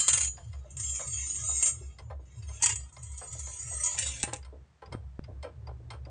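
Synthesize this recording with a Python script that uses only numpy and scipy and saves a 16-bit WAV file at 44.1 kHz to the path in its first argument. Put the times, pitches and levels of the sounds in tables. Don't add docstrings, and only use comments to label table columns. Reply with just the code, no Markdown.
import sys
import numpy as np
from scipy import signal
from scipy.fft import rfft, irfft
from scipy.io import wavfile
from scipy.ndimage import uniform_filter1d

SR = 44100
rng = np.random.default_rng(int(sys.argv[2]) if len(sys.argv) > 2 else 0)


def unload_audio(sound):
    columns = np.transpose(np.atleast_2d(sound))
    steps = np.round(np.clip(columns, -1, 1) * 32767)
    wavfile.write(sys.argv[1], SR, steps.astype(np.int16))


N = 269010
TIME = np.arange(N) / SR
FILTER_HZ = np.fft.rfftfreq(4096, 1 / SR)


# start in seconds, first level, last level and low boost in dB.
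ROLLS = [(0, -33, -34.5, 5.5), (0.09, -28.5, -39.5, 6), (0.286, -67.5, -75.5, 5.5),
         (0.773, -37.5, -31.5, -1.5), (1.7, -51.5, -103.5, 1), (2.2, -84, -51, 7), (2.63, -42.5, -33.5, 5),
         (2.733, -59, -72, 4.5), (2.93, -62, -35, -2), (3.821, -39.5, -40, 5), (3.99, -34, -36.5, 2),
         (4.085, -43, -46.5, 3), (4.221, -61, -73, -1)]
STOP_S = 4.39
SPEED_POWER = 4.4
DULL_PER_DB, BRISK_DB = 0.306, -27.5
LEAVE_TIMES = [.6, 2.6, 2.9, 3.97]
# time in seconds, then level, low boost and ring gain in dB.
LANDINGS = [(.001, -28, 1.5, 3.5), (0.081, -6, 7.5, -13.5), (0.1311, -9.5, 5, -11), (0.175, -14.5, 6, -12),
            (0.207, -17.5, 6.5, -9.5), (.229, -23, -0.5, -5.5), (0.246, -25.5, 2, -4),
            (1.6576, -23, -4, 2.5), (1.672, -26.5, -1, 2), (2.6227, -16, -4, -6.5), (2.6337, -3, -1, -17.5),
            (2.6594, -8.5, 2.5, -14.5), (2.6913, -21, 2.5, -7.5), (3.988, -14.5, -5, -16),
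            (4.2297, -14.5, -0.5, -21), (4.334, -22, 1, -26), (4.361, -36, 3, -19)]
SECOND_RAIL_S, SECOND_RAIL_DB = .0068, -5.5
# time in seconds, level in dB.
CLACKS = [(0.7047, -53.5), (0.768, -39.5), (0.7984, -35), (1.6255, -22), (2.7559, -39), (2.925, -57.5),
          (3.029, -46.5), (3.116, -52), (3.1766, -41), (3.326, -38.5), (3.3914, -39), (3.8349, -27.5),
          (3.859, -29), (4.06, -41)]
CLACK_LOW_DB, CLACK_RING_DB = -3.5, 4

# pitch in Hz, level in dB.
CHUTE_FRAME = [(1233, -58.5), (2272, -57.5), (2686, -67), (3128, -49.5), (3386, -60), (3704, -67.5),
               (4075, -59), (4151, -56), (4398, -61.5), (4597, -62.5), (4815, -48.5), (5335, -58),
               (5626, -57.5), (5830, -62)]
CHUTE_RAILS = [(6309, -46), (6546, -42), (6724, -44), (6826, -38.5), (7031, -39.5), (7106, -35.5),
               (7305, -44.5), (7644, -52), (8123, -41.5), (8333, -45.5), (8861, -48.5), (9109, -52.5),
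               (9421, -65), (9582, -60)]
FIRST_FRAME = [(370, -70.5), (620, -68), (1020, -75.5), (1244, -59.5), (1367, -65.5), (2046, -65.5),
               (2169, -67.5), (2277, -66), (2649, -64), (2760, -78), (2923, -65), (3230, -61), (3779, -68),
               (4250, -75), (4570, -65), (4732, -73), (5254, -60), (5631, -71)]
FIRST_RAILS = [(6158, -54.5), (6277, -45), (6541, -46), (6638, -49), (6724, -42), (6821, -47.5),
               (7009, -37.5), (7101, -48.5), (7316, -57.5), (7467, -42), (7795, -61.5), (8134, -47),
               (8258, -55), (8344, -42.5), (8678, -41.5), (9109, -53.5), (9582, -68)]
CROSS_FRAME = [(1244, -52.5), (1890, -55.5), (2401, -77.5), (2589, -57.5), (2950, -68), (3219, -45.5),
               (3542, -69), (3828, -76), (4204, -74), (4549, -59), (5313, -61), (5857, -65)]
CROSS_RAILS = [(6358, -63.5), (6535, -55.5), (6745, -47.5), (6783, -48), (7025, -41.5), (7343, -50.5),
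               (7564, -50.5), (7768, -40.5), (8113, -50.5), (8242, -69), (8349, -46), (8484, -51),
               (8640, -55.5), (8958, -53)]
RETURN_FRAME = [(600, -64), (1020, -66.5), (1250, -62), (1340, -69.5), (1863, -72), (2030, -72),
                (2272, -73), (2821, -71), (3252, -60.5), (3483, -92), (4075, -86), (4597, -75), (4775, -63),
                (5308, -75), (5825, -65)]
RETURN_RAILS = [(6013, -58), (6385, -49.5), (6751, -47), (6858, -42), (6950, -48.5), (7171, -52),
                (7483, -61), (7779, -54), (8021, -52.5), (8236, -60), (8349, -47.5), (8640, -61.5)]
BEND_FRAME = [(1717, -62), (2062, -65), (2315, -46), (2611, -72), (2815, -64), (3246, -78.5), (4091, -69),
              (4447, -75), (4818, -71), (5841, -79)]
BEND_RAILS = [(6794, -54), (7364, -60), (7477, -47), (7612, -48), (8027, -49.5), (8226, -60), (8640, -44),
              (8721, -48), (8969, -72)]
# frequency in Hz, level in dB.
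CHUTE_CROWD = [(88, -50), (150, -25), (240, -25), (448, -30), (605, -23.5), (800, -38.5), (900, -21.5),
               (1050, -19.5), (1490, -25), (2570, -14.5), (4300, -15.5), (5390, -11), (7150, 2), (9160, -4),
               (10200, -27.5), (13200, -57), (22000, -120)]
FIRST_CROWD = [(150, -49), (230, -18), (400, -30), (664, -24.5), (1070, -18), (1240, -32), (1510, -22),
               (2090, -13.5), (4010, -14), (4990, -13.5), (7240, 2.5), (8990, -19.5), (9420, -18.5),
               (10200, -63.5), (13200, -91), (22000, -120)]
CROSS_CROWD = [(150, -58.5), (250, -27), (551, -22), (780, -29), (964, -11.5), (1090, -24.5), (1250, -19.5),
               (1510, -19.5), (2640, -9.5), (3890, -18), (7580, 1), (8990, -3.5), (10200, -36.5),
               (13200, -71), (22000, -120)]
RETURN_CROWD = [(150, -67), (250, -28), (450, -27.5), (590, -16.5), (750, -36), (980, -7), (1140, -50),
                (1270, -10), (1560, -36), (1950, -9.5), (2640, -18), (5070, -12.5), (7020, 2), (8990, -2),
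                (10200, -40), (13200, -65), (22000, -120)]
BEND_CROWD = [(150, -24), (250, -10), (411, -41), (535, -13.5), (729, -13.5), (1180, -21), (1290, -18),
              (2600, -6.5), (5070, -12), (7350, 4), (8990, -2), (9720, -26), (10200, -77), (13200, -105),
              (22000, -120)]
# centre in Hz, half-width in Hz, gain in dB (mostly a cut).
CHUTE_GAPS = [(1620, 29, -10), (1927, 55, -15), (2978, 70, -13.5), (3570, 60, -15), (3880, 210, -6),
              (4220, 87, -8.5), (5200, 360, -5), (5730, 84, -8.5), (6900, 130, -16), (7740, 110, -14)]
FIRST_GAPS = [(800, 100, -13.5), (1510, 60, -6.5), (2436, 110, -8), (2993, 54, -2), (3540, 94, -20),
              (4050, 150, -29), (4343, 63, -24.5), (4796, 53, -10.5), (5080, 60, -4), (5600, 91, -12),
              (5850, 56, -12.5), (7200, 23, -10), (7870, 130, -9)]
CROSS_GAPS = [(1120, 30, -12.5), (1550, 45, -14.5), (2230, 14, 3), (2900, 40, -11.5), (3460, 34, -23),
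              (3855, 60, -13), (3920, 100, -26.5), (5140, 120, -26), (5640, 60, -14.5), (6100, 70, -11),
              (9340, 50, -12)]
RETURN_GAPS = [(1550, 99, 1), (3010, 47, -18), (3810, 91, -17), (4260, 73, -21), (5000, 50, -6),
               (5080, 140, -14.5), (5440, 68, -10), (6200, 49, -11)]
BEND_GAPS = [(1160, 41, -14), (3110, 160, -16), (3730, 85, 0), (4260, 26, -14), (4890, 53, -15)]
# frequency in Hz, ring time in seconds.
CLEAR_RING_TIMES = [(500, 0.15), (2000, 0.086), (3200, 0.18), (5000, 0.16), (7000, 0.22), (9100, 0.19)]
CROWD_RING_TIMES = [(300, 0.12), (1200, 0.098), (4000, 0.075), (7000, 0.083), (10000, 0.044)]
# pitch in Hz, level in dB, ring time in seconds.
CHUTE_MODES = [(3110, -35.5, 0.42), (4020, -43, 0.47), (4130, -43.5, 0.27), (5040, -47.5, .4),
               (7486, -23.5, .25), (7650, -38.5, 0.23), (9200, -36, .25)]
POCKET_MODES = [(303, -3.5, 0.072), (508, 2, 0.09), (610, -13, 0.068), (819, 3, 0.14), (1060, -13, .14),
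                (1260, -6, .06), (1380, -17, .12), (1605, -3, 0.086), (1790, -13, 0.19), (1910, -18, .08),
                (2280, -4.5, 0.089), (2620, 0.5, 0.096), (2800, -13, .08), (3450, -11, .05)]
CATCH_MODES = [(2080, -4.5, 0.056), (2688, -21, 0.05), (4780, 9.5, 0.033), (5210, -12, 0.091),
               (5890, -2, 0.017), (7080, -18, .03), (8580, -13.5, 0.027)]
LEVER_MODES = [(1670, -16, 0.13), (2095, 11.5, 0.065), (2470, -4.5, .1), (3182, 0, 0.15),
               (4520, -13.5, 0.025), (5200, 10.5, 0.037), (7500, -1, 0.032), (8400, -3.5, 0.16)]
# time in seconds, level in dB, treble tilt in dB per octave.
POCKET_DROPS = [(4.2325, -40, 4.5), (4.2745, -47, -6), (4.3305, -40, -2)]

CATCH_BEAT = (.370, .431, .8115)
LEVER_BEAT = (.53, .476, .9794)
CATCH_DB, LEVER_DB, TOCK_DB = -52, -55, 4
# frequency in Hz, level in dB.
CATCH_SCRAPE = [(500, 10.5), (2000, 14), (3300, 10), (4900, 0), (6200, -3), (8800, -16.5), (9700, -32.5)]
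LEVER_SCRAPE = [(500, -26), (2000, 1), (4400, 21), (6200, 3.5), (7600, 9.5), (8700, -5), (9400, -28)]
# time in seconds, gain in dB.
CATCH_NEARNESS = [(4.8, -2.5), (5.24, 0), (5.65, -1.5)]
LEVER_NEARNESS = [(4.45, -8.5), (4.9, -3.5), (5.4, -0.5), (5.9, -1)]

# time in seconds, level in dB, treble tilt in dB per octave,
# the struck part's final pitch in Hz, its level in dB.
KNOCKS = [(0.375, -47.5, 6.5, 666, -45.5), (0.645, -50, -3.5, 572, -47), (.992, -36.5, 5, 595, -46),
          (1.486, -45.5, 2.5, 646, -48), (1.809, -57, -7, 352, -47), (2.099, -38.5, 2.5, 770, -46.5),
          (2.19, -53, -4.5, 442, -58), (2.484, -60, 5, 600, -51.5), (3.212, -38.5, 2.5, 690, -47),
          (3.347, -50, -3, 590, -53.5), (3.467, -51, 9, 584, -52), (3.711, -46, -1, 636, -45),
          (4.234, -43, 10, 570, -50), (4.274, -34.5, 6, 326, -45), (4.327, -35, 5.5, 497, -42),
          (4.522, -52, -7.5, 367, -59), (4.819, -40, 2.5, 767, -47.5), (4.917, -36.5, 1.5, 874, -49),
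          (5.279, -48.5, -10, 567, -49), (5.441, -33.5, 2.5, 473.5, -34.5), (5.671, -41.5, 0.5, 838, -62.5),
          (5.791, -67, -13.5, 285, -57), (5.932, -42.5, 5, 826, -52.5), (6.062, -46, -6.5, 525, -54)]
BAND_HZ = [300, 800, 2300, 6000]
WORKS_BANDS_DB = [-9, -1, -17.5, -35]
LEVER_BANDS_DB = [-58.5, -42, -52.5, -54]
# pitch in Hz, level in dB.
CASE_MODES = [(290, -16), (445, 3), (510, 5.5), (565, 5.5), (630, 6), (813, -0.5), (1020, 10), (1330, 3),
              (1580, 4.5), (1900, -7), (2300, 2), (2620, -0.5), (3200, 6.5), (4300, 14), (5250, 14.5),
              (8900, 20.5)]
# frequency in Hz, ring time in seconds.
CASE_RING_TIMES = [(200, 0.31), (600, 0.18), (1400, 0.17), (4000, 0.14), (9000, 0.085)]
# time in seconds, level in dB, pitch in Hz, snap gain in dB.
BUMPS = [(4.238, -17.5, 204, -10), (4.95, -19.5, 207, -16), (5.193, -17.5, 196, -20)]

DRIVE_SPELLS = [(.09, 4.25), (4.889, 5.85)]
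TURN_S, THROB_DB, SAG_DB, LAST_TURN_DB = .32, -40.5, -2.5, -2.5
# seconds since its start, pitch in Hz, level in dB.
THROB_SHAPE = [(0, 164, -21), (0.042, 123.7, -2.5), (0.095, 104.6, 0.5), (0.124, 69, 1.5),
               (0.166, 68.26, 6), (0.222, 64, -1), (.27, 62.7, -13.5), (.34, 63, -10)]
# pitch in Hz, level in dB, seconds until the peak, half-length in seconds.
BOOMS = [(74.55, -3, 0.03, 0.13), (105, -14, 0.028, 0.053), (118, -14, 0.16, 0.058)]
# start and end in seconds, pitch in Hz, level in dB.
HUMS = [(2.352, 2.83, 101.3, -49.5), (4.05, 4.398, 118, -52.5), (4.432, 4.66, 66.6, -48.5),
        (5.55, 6.2, 118, -50), (5.561, 6.203, 68.7, -57)]
# frequency in Hz, level in dB.
WHIRR_SPECTRUM = [(76, -26.5), (130, 0), (164, -11.5), (220, -22.5), (354, -18.5), (410, -20), (717, -26),
                  (842, -27.5), (2500, -48), (3250, -63.5), (5500, -120)]
AIR_SPECTRUM = [(76, -32.5), (130, 1.5), (274, -20), (408, -18), (447, -21), (717, -18), (1780, -21.5),
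                (2650, -27), (8040, -34), (10000, -44.5), (13000, -92), (22000, -120)]
# time in seconds, gain in dB.
AIR_DIP = [(0, -0.5), (1.8, -4.5), (4.2, -2), (4.6, 0.5)]


def ball():
    roll = rolling()
    ring_force, click_force = clacks()
    forces = np.array([roll + ring_force, roll + click_force])
    place = np.searchsorted(LEAVE_TIMES, TIME)
    chute, first, cross, back, bend = (forces * (place == k) for k in range(len(LEAVE_TIMES) + 1))
    return (track(*chute, CHUTE_FRAME, CHUTE_RAILS, CHUTE_CROWD, CHUTE_GAPS,
                  clear_db=2.0, frame_db=-11.5, click_db=-17.5, sustain=0.81)
            + track(*first, FIRST_FRAME, FIRST_RAILS, FIRST_CROWD, FIRST_GAPS,
                    clear_db=8.5, frame_db=0.5, click_db=-9.5, sustain=1.3)
            + track(*cross, CROSS_FRAME, CROSS_RAILS, CROSS_CROWD, CROSS_GAPS,
                    clear_db=0.0, frame_db=-7.0, click_db=-22, sustain=0.71)
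            + track(*back, RETURN_FRAME, RETURN_RAILS, RETURN_CROWD, RETURN_GAPS,
                    clear_db=1.0, frame_db=-4.5, click_db=-18.5, sustain=2.0)
            + track(*bend, BEND_FRAME, BEND_RAILS, BEND_CROWD, BEND_GAPS,
                    clear_db=-6.5, frame_db=-11.0, click_db=-13.5, sustain=1.6))


def track(ring_force, click_force, frame, rails, crowd, gaps, clear_db, frame_db, click_db, sustain):
    gaps_db = sum(db * np.exp(-((FILTER_HZ - hz) / width) ** 2) for hz, width, db in gaps)
    click = unit(shaped_click(look_up(crowd, FILTER_HZ) + gaps_db))
    clear = clear_ring([(hz, db + frame_db) for hz, db in frame] + list(rails), CLEAR_RING_TIMES)
    dense = crowd_ring([(hz, sustain * ring_s) for hz, ring_s in CROWD_RING_TIMES])
    dense = unit(signal.fftconvolve(dense, click))[:len(clear)]
    ringing = signal.oaconvolve(ring_force, unit(dense + amp(clear_db) * clear))[:N]
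    return ringing + amp(click_db) * signal.oaconvolve(click_force, click)[:N]


def rolling(bumps_per_s=900, spread_db=2.5, wobble_db=0.5):
    level_db, low_db = rolling_levels()
    bumps = (rng.random(N) < bumps_per_s / SR) * rng.choice([-1, 1], N)
    heights = amp(spread_db * np.minimum(rng.exponential(1, N), 4))
    pressure = amp(3 * wander(160))
    grit = patchy(bumps * heights * pressure, depth_db=7.5, width_bins=3)
    grit = patchy(grit, depth_db=4, width_bins=8)
    grit /= np.sqrt(abs(uniform_filter1d(grit ** 2, size=2500)) + 1e-12)
    return boost_lows(grit * amp(level_db + wobble_db * wander(25)), low_db)


def rolling_levels(blend_s=0.014):
    level_db, low_db = np.full(N, -120.), np.zeros(N)
    ends = [roll[0] for roll in ROLLS[1:]] + [STOP_S]
    for (start, from_db, to_db, boost_db), end in zip(ROLLS, ends):
        on = (TIME >= start) & (TIME < end)
        speed = np.interp(TIME[on], [start, end], amp(np.array([from_db, to_db]) / SPEED_POWER))
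        level_db[on] = SPEED_POWER * 20 * np.log10(speed)
        low_db[on] = boost_db + DULL_PER_DB * (BRISK_DB - level_db[on])
    return uniform_filter1d(np.array([level_db, low_db]), round(blend_s * SR))


def clacks(chatter=1.25, chatter_s=0.0034, blow_db=28):
    blows = [(s, db, CLACK_LOW_DB, CLACK_RING_DB) for s, db in CLACKS]
    for s, db, low_db, ring_db in LANDINGS:
        blows += [(s, db, low_db, ring_db), (s + SECOND_RAIL_S, db + SECOND_RAIL_DB, low_db, ring_db)]
    ring_force, click_force, t = np.zeros(N), np.zeros(N), np.arange(SR // 40) / SR
    for s, db, low_db, ring_db in blows:
        blow = chatter * unit(rng.standard_normal(len(t)) * np.exp(-t / chatter_s))
        blow[20] += 1
        blow = amp(db + blow_db) * boost_lows(unit(blow), low_db)
        add(ring_force, s, amp(ring_db) * blow)
        add(click_force, s, blow)
    return ring_force, click_force


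def boost_lows(force, low_db, split_hz=4800):
    low = signal.sosfiltfilt(signal.butter(3, split_hz, fs=SR, output="sos"), force)
    return force + (amp(low_db) - 1) * low


def pocket(rise_s=0.001):
    out, t = np.zeros(N), np.arange(SR // 3) / SR
    for s, level_db, tilt in POCKET_DROPS:
        modes = [(hz, db + level_db + tilt * np.log2(hz / BAND_HZ[1]), ring_s)
                 for hz, db, ring_s in POCKET_MODES]
        add(out, s, struck(modes, t) * (1 - np.exp(-t / rise_s)))
    return out


def catch():
    strikes = [(s, CATCH_DB + np.interp(s, *np.transpose(CATCH_NEARNESS))) for s in beats(*CATCH_BEAT)]
    return pings(strikes, CATCH_MODES, CATCH_SCRAPE, rise_s=0.002, scrape_db=-1.5, scrape_s=0.011)


def lever():
    strikes = [(s, LEVER_DB + db) for s, db in lever_beats()]
    return pings(strikes, LEVER_MODES, LEVER_SCRAPE, rise_s=0.0016, scrape_db=7.5, scrape_s=0.0073)


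def lever_beats():
    return [(s, np.interp(s, *np.transpose(LEVER_NEARNESS)) + TOCK_DB * (k % 2))
            for k, s in enumerate(beats(*LEVER_BEAT))]


def beats(first_s, tock_s, period_s):
    ticks = np.arange(first_s, N / SR, period_s)
    both = np.sort(np.concatenate([ticks, ticks + tock_s]))
    return both[both < N / SR]


def pings(strikes, modes, scrape_shape, rise_s, scrape_db, scrape_s):
    out, t = np.zeros(N), np.arange(SR // 3) / SR
    for s, level_db in strikes:
        ring = np.zeros(len(t))
        for hz, db, ring_s in modes:
            fade = amp(db + rng.uniform(-2.5, 2.5) - 60 * t / ring_s)
            ring += fade * sine(hz * rng.uniform(.98, 1.02) * t)
        scrape = colour(rng.standard_normal(len(t)), scrape_shape)
        scrape *= amp(scrape_db) * np.exp(-t / scrape_s) / scrape.std()
        add(out, s, amp(level_db) * (ring + scrape) * (1 - np.exp(-t / rise_s)))
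    return out


def case_knocks(gain_db=21, rise_s=0.0014):
    out, t = np.zeros(N), np.arange(SR // 2) / SR
    octaves = np.log2(np.array(BAND_HZ) / BAND_HZ[1])
    blows = [(s, db + np.array(WORKS_BANDS_DB) + tilt * octaves) for s, db, tilt, _, _ in KNOCKS]
    blows += [(s, db + np.array(LEVER_BANDS_DB)) for s, db in lever_beats()]
    for s, band_db in blows:
        per_hz = band_db - 10 * np.log10(np.array(BAND_HZ) / (SR / 2))
        shape = [(70, per_hz[0] - 25), *zip(BAND_HZ, per_hz),
                 (9000, per_hz[3] - 3), (9600, per_hz[3] - 22)]
        spot_db = 4.5 * np.clip(rng.standard_normal(200), -2, 1.3)
        spot_db = np.interp(FILTER_HZ, np.linspace(0, SR / 2, 200), spot_db)
        click = shaped_click(look_up(shape, FILTER_HZ) + spot_db)
        dense = crowd_ring(CASE_RING_TIMES)[:len(t)]
        ring = dense + amp(-2.5) * clear_ring(CASE_MODES, CASE_RING_TIMES)
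        rattle = amp(3 * wander(220)[:len(t)])
        ring = unit(ring * rattle * (1 - np.exp(-t / rise_s)))
        add(out, s, amp(gain_db) * signal.fftconvolve(ring, click))
    return delay_bass(out)


def delay_bass(x, lag_s=0.01197, corner_hz=450):
    delay = lag_s * np.exp(-np.fft.rfftfreq(len(x), 1 / SR) / corner_hz)
    cycles = np.cumsum(delay) * SR / len(x)
    return irfft(rfft(x) * np.exp(-2j * np.pi * cycles), len(x))


def knock_notes(slide=.14, slide_s=0.017, rise_s=0.0042, decay_s=.024):
    out, t = np.zeros(N), np.arange(SR // 4) / SR
    fade = (1 - np.exp(-t / rise_s)) * np.exp(-t / decay_s)
    for s, _, _, hz, db in KNOCKS:
        cycles = np.cumsum(hz * (1 + slide * np.exp(-t / slide_s))) / SR
        rough = 1 + .5 * wander(130)[:len(t)]
        add(out, s, amp(db) * fade * rough * sine(cycles))
    return out


def case_bumps(decay_s=0.0013, snap_hz=1400):
    out, t = np.zeros(N), np.arange(SR // 10) / SR
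    muffle = signal.butter(3, snap_hz, fs=SR, output="sos")
    for s, db, hz, snap_db in BUMPS:
        noise = signal.sosfilt(muffle, rng.standard_normal(len(t)))
        snap = amp(snap_db) * noise / noise.std()
        add(out, s, amp(db) * np.exp(-t / decay_s) * (snap - np.sin(2 * np.pi * hz * t)))
    return out


def drive_throb(echo_gain=0.32, echo_s=0.051, early_s=0.13):
    times, hz, db = np.transpose(THROB_SHAPE)
    out, t = np.zeros(N), np.arange(0, times[-1], 1 / SR)
    cycles = np.cumsum(np.interp(t, times, hz)) / SR
    soft_ends = signal.windows.tukey(len(t), .1)
    swell = amp(np.interp(t, times, db)) * soft_ends
    early = np.exp(-(t / early_s) ** 4)
    for start, level_db in drive_turns():
        shudder = 1 + .4 * early * wander(55)[:len(t)]
        add(out, start, amp(level_db) * swell * shudder * sine(cycles))
        add(out, start + echo_s, echo_gain * amp(level_db) * swell * early * sine(cycles))
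        for boom_hz, boom_db, peak_s, half_s in BOOMS:
            boom = np.exp(-((t - peak_s) / half_s) ** 2) * sine(boom_hz * t)
            add(out, start, amp(level_db + boom_db) * boom * soft_ends)
    return out


def drive_turns():
    for first, last in DRIVE_SPELLS:
        for s in np.arange(first, last + TURN_S / 2, TURN_S):
            progress, is_last = (s - first) / (last - first), s > last - TURN_S / 2
            yield s, THROB_DB + SAG_DB * progress + LAST_TURN_DB * is_last


def drive_hum(rumble_db=-56):
    out = np.zeros(N)
    for start, end, hz, db in HUMS:
        t = np.arange(0, end - start, 1 / SR)
        swell = amp(db) * np.sqrt(2) * signal.windows.tukey(len(t), .3)
        add(out, start, swell * np.sin(2 * np.pi * hz * t))
    rumble = steady_noise([(30, -23.5), (52, -12.5), (66, 8.0), (85, 2.5),
                           (125, -7.5), (170, -12.5), (400, -56.5)])
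    return out + amp(rumble_db + rest_db()) * rumble


def whirr_and_air(whirr_db=-63.0, air_db=-68.5):
    air = amp(air_db + np.interp(TIME, *np.transpose(AIR_DIP))) * steady_noise(AIR_SPECTRUM)
    whirr = unit(patchy(steady_noise(WHIRR_SPECTRUM), depth_db=5.5, width_bins=2)) * np.sqrt(N)
    waver_db = 2 * wander(14)
    return air + amp(whirr_db + waver_db + rest_db()) * whirr


def rest_db():
    return np.interp(TIME, [4.6, 4.72, 4.82, 4.88], [0.0, -13.5, -13.0, 4.0])


def struck(modes, t):
    return sum(amp(db - 60 * t / ring_s) * sine(hz * t) for hz, db, ring_s in modes)


def clear_ring(modes, ring_times):
    t = np.arange(SR // 2) / SR
    hz, db = np.transpose(modes)[:, :, None]
    ring_s = look_up(ring_times, hz)
    fades = amp(db - 60 * t / ring_s) / np.sqrt(ring_s)
    waves = np.sin(2 * np.pi * (hz * t + rng.random(hz.shape)))
    return unit((fades * waves).sum(0))


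def crowd_ring(ring_times):
    hz, t, bands = signal.stft(rng.standard_normal(SR // 2), SR, nperseg=256)
    fades = amp(-60 * t / look_up(ring_times, hz)[:, None])
    return unit(signal.istft(bands * fades, SR)[1])


def shaped_click(gain_db, size=4096):
    log_gain = np.log(amp(np.maximum(gain_db, gain_db.max() - 80)))
    mirrored = np.concatenate([log_gain, log_gain[-2:0:-1]])
    spectrum = np.exp(np.conj(signal.hilbert(mirrored)))
    return np.fft.ifft(spectrum).real[:size // 2]


def patchy(x, depth_db, width_bins):
    bands = signal.stft(x, nperseg=1024, noverlap=768)[2]
    patches = uniform_filter1d(rng.standard_normal(bands.shape), size=width_bins, axis=0)
    for frames in (13, 3):
        patches = uniform_filter1d(patches, size=frames, axis=1)
    gain = amp(depth_db * np.clip(patches / patches.std(), -2.5, 1.2))
    return signal.istft(bands * gain, nperseg=1024, noverlap=768)[1][:N]


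def steady_noise(spectrum):
    return unit(colour(rng.standard_normal(N), spectrum)) * np.sqrt(N)


def colour(x, spectrum):
    return irfft(rfft(x) * amp(look_up(spectrum, np.fft.rfftfreq(len(x), 1 / SR))), len(x))


def wander(per_s):
    return np.interp(TIME * per_s, np.arange(2000), rng.standard_normal(2000))


def sine(cycles):
    return np.sin(2 * np.pi * (cycles + rng.random()))


def look_up(table, hz):
    row_hz, values = np.transpose(table)
    return np.interp(np.log(hz + 1), np.log(row_hz + 1), values)


def amp(db):
    return 10 ** (np.asarray(db) / 20)


def unit(x):
    return x / np.sqrt(np.sum(x ** 2) + 1e-20)


def add(mix, start_s, sound):
    part = mix[max(round(start_s * SR), 0):][:len(sound)]
    part += sound[:len(part)]


def scene():
    ticking = catch() + lever()
    ball_run = ball() + struck(CHUTE_MODES, TIME) + pocket()
    knocking = case_knocks() + knock_notes() + case_bumps()
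    background = drive_throb() + drive_hum() + whirr_and_air()
    return (ball_run + ticking + knocking + background)[None]


def record(dry):
    low_pass = signal.firwin(255, 9750, window=("kaiser", 7), fs=SR)
    return signal.oaconvolve(dry, low_pass[None], "same")


dry = scene()
out = record(dry)
unload_audio(out)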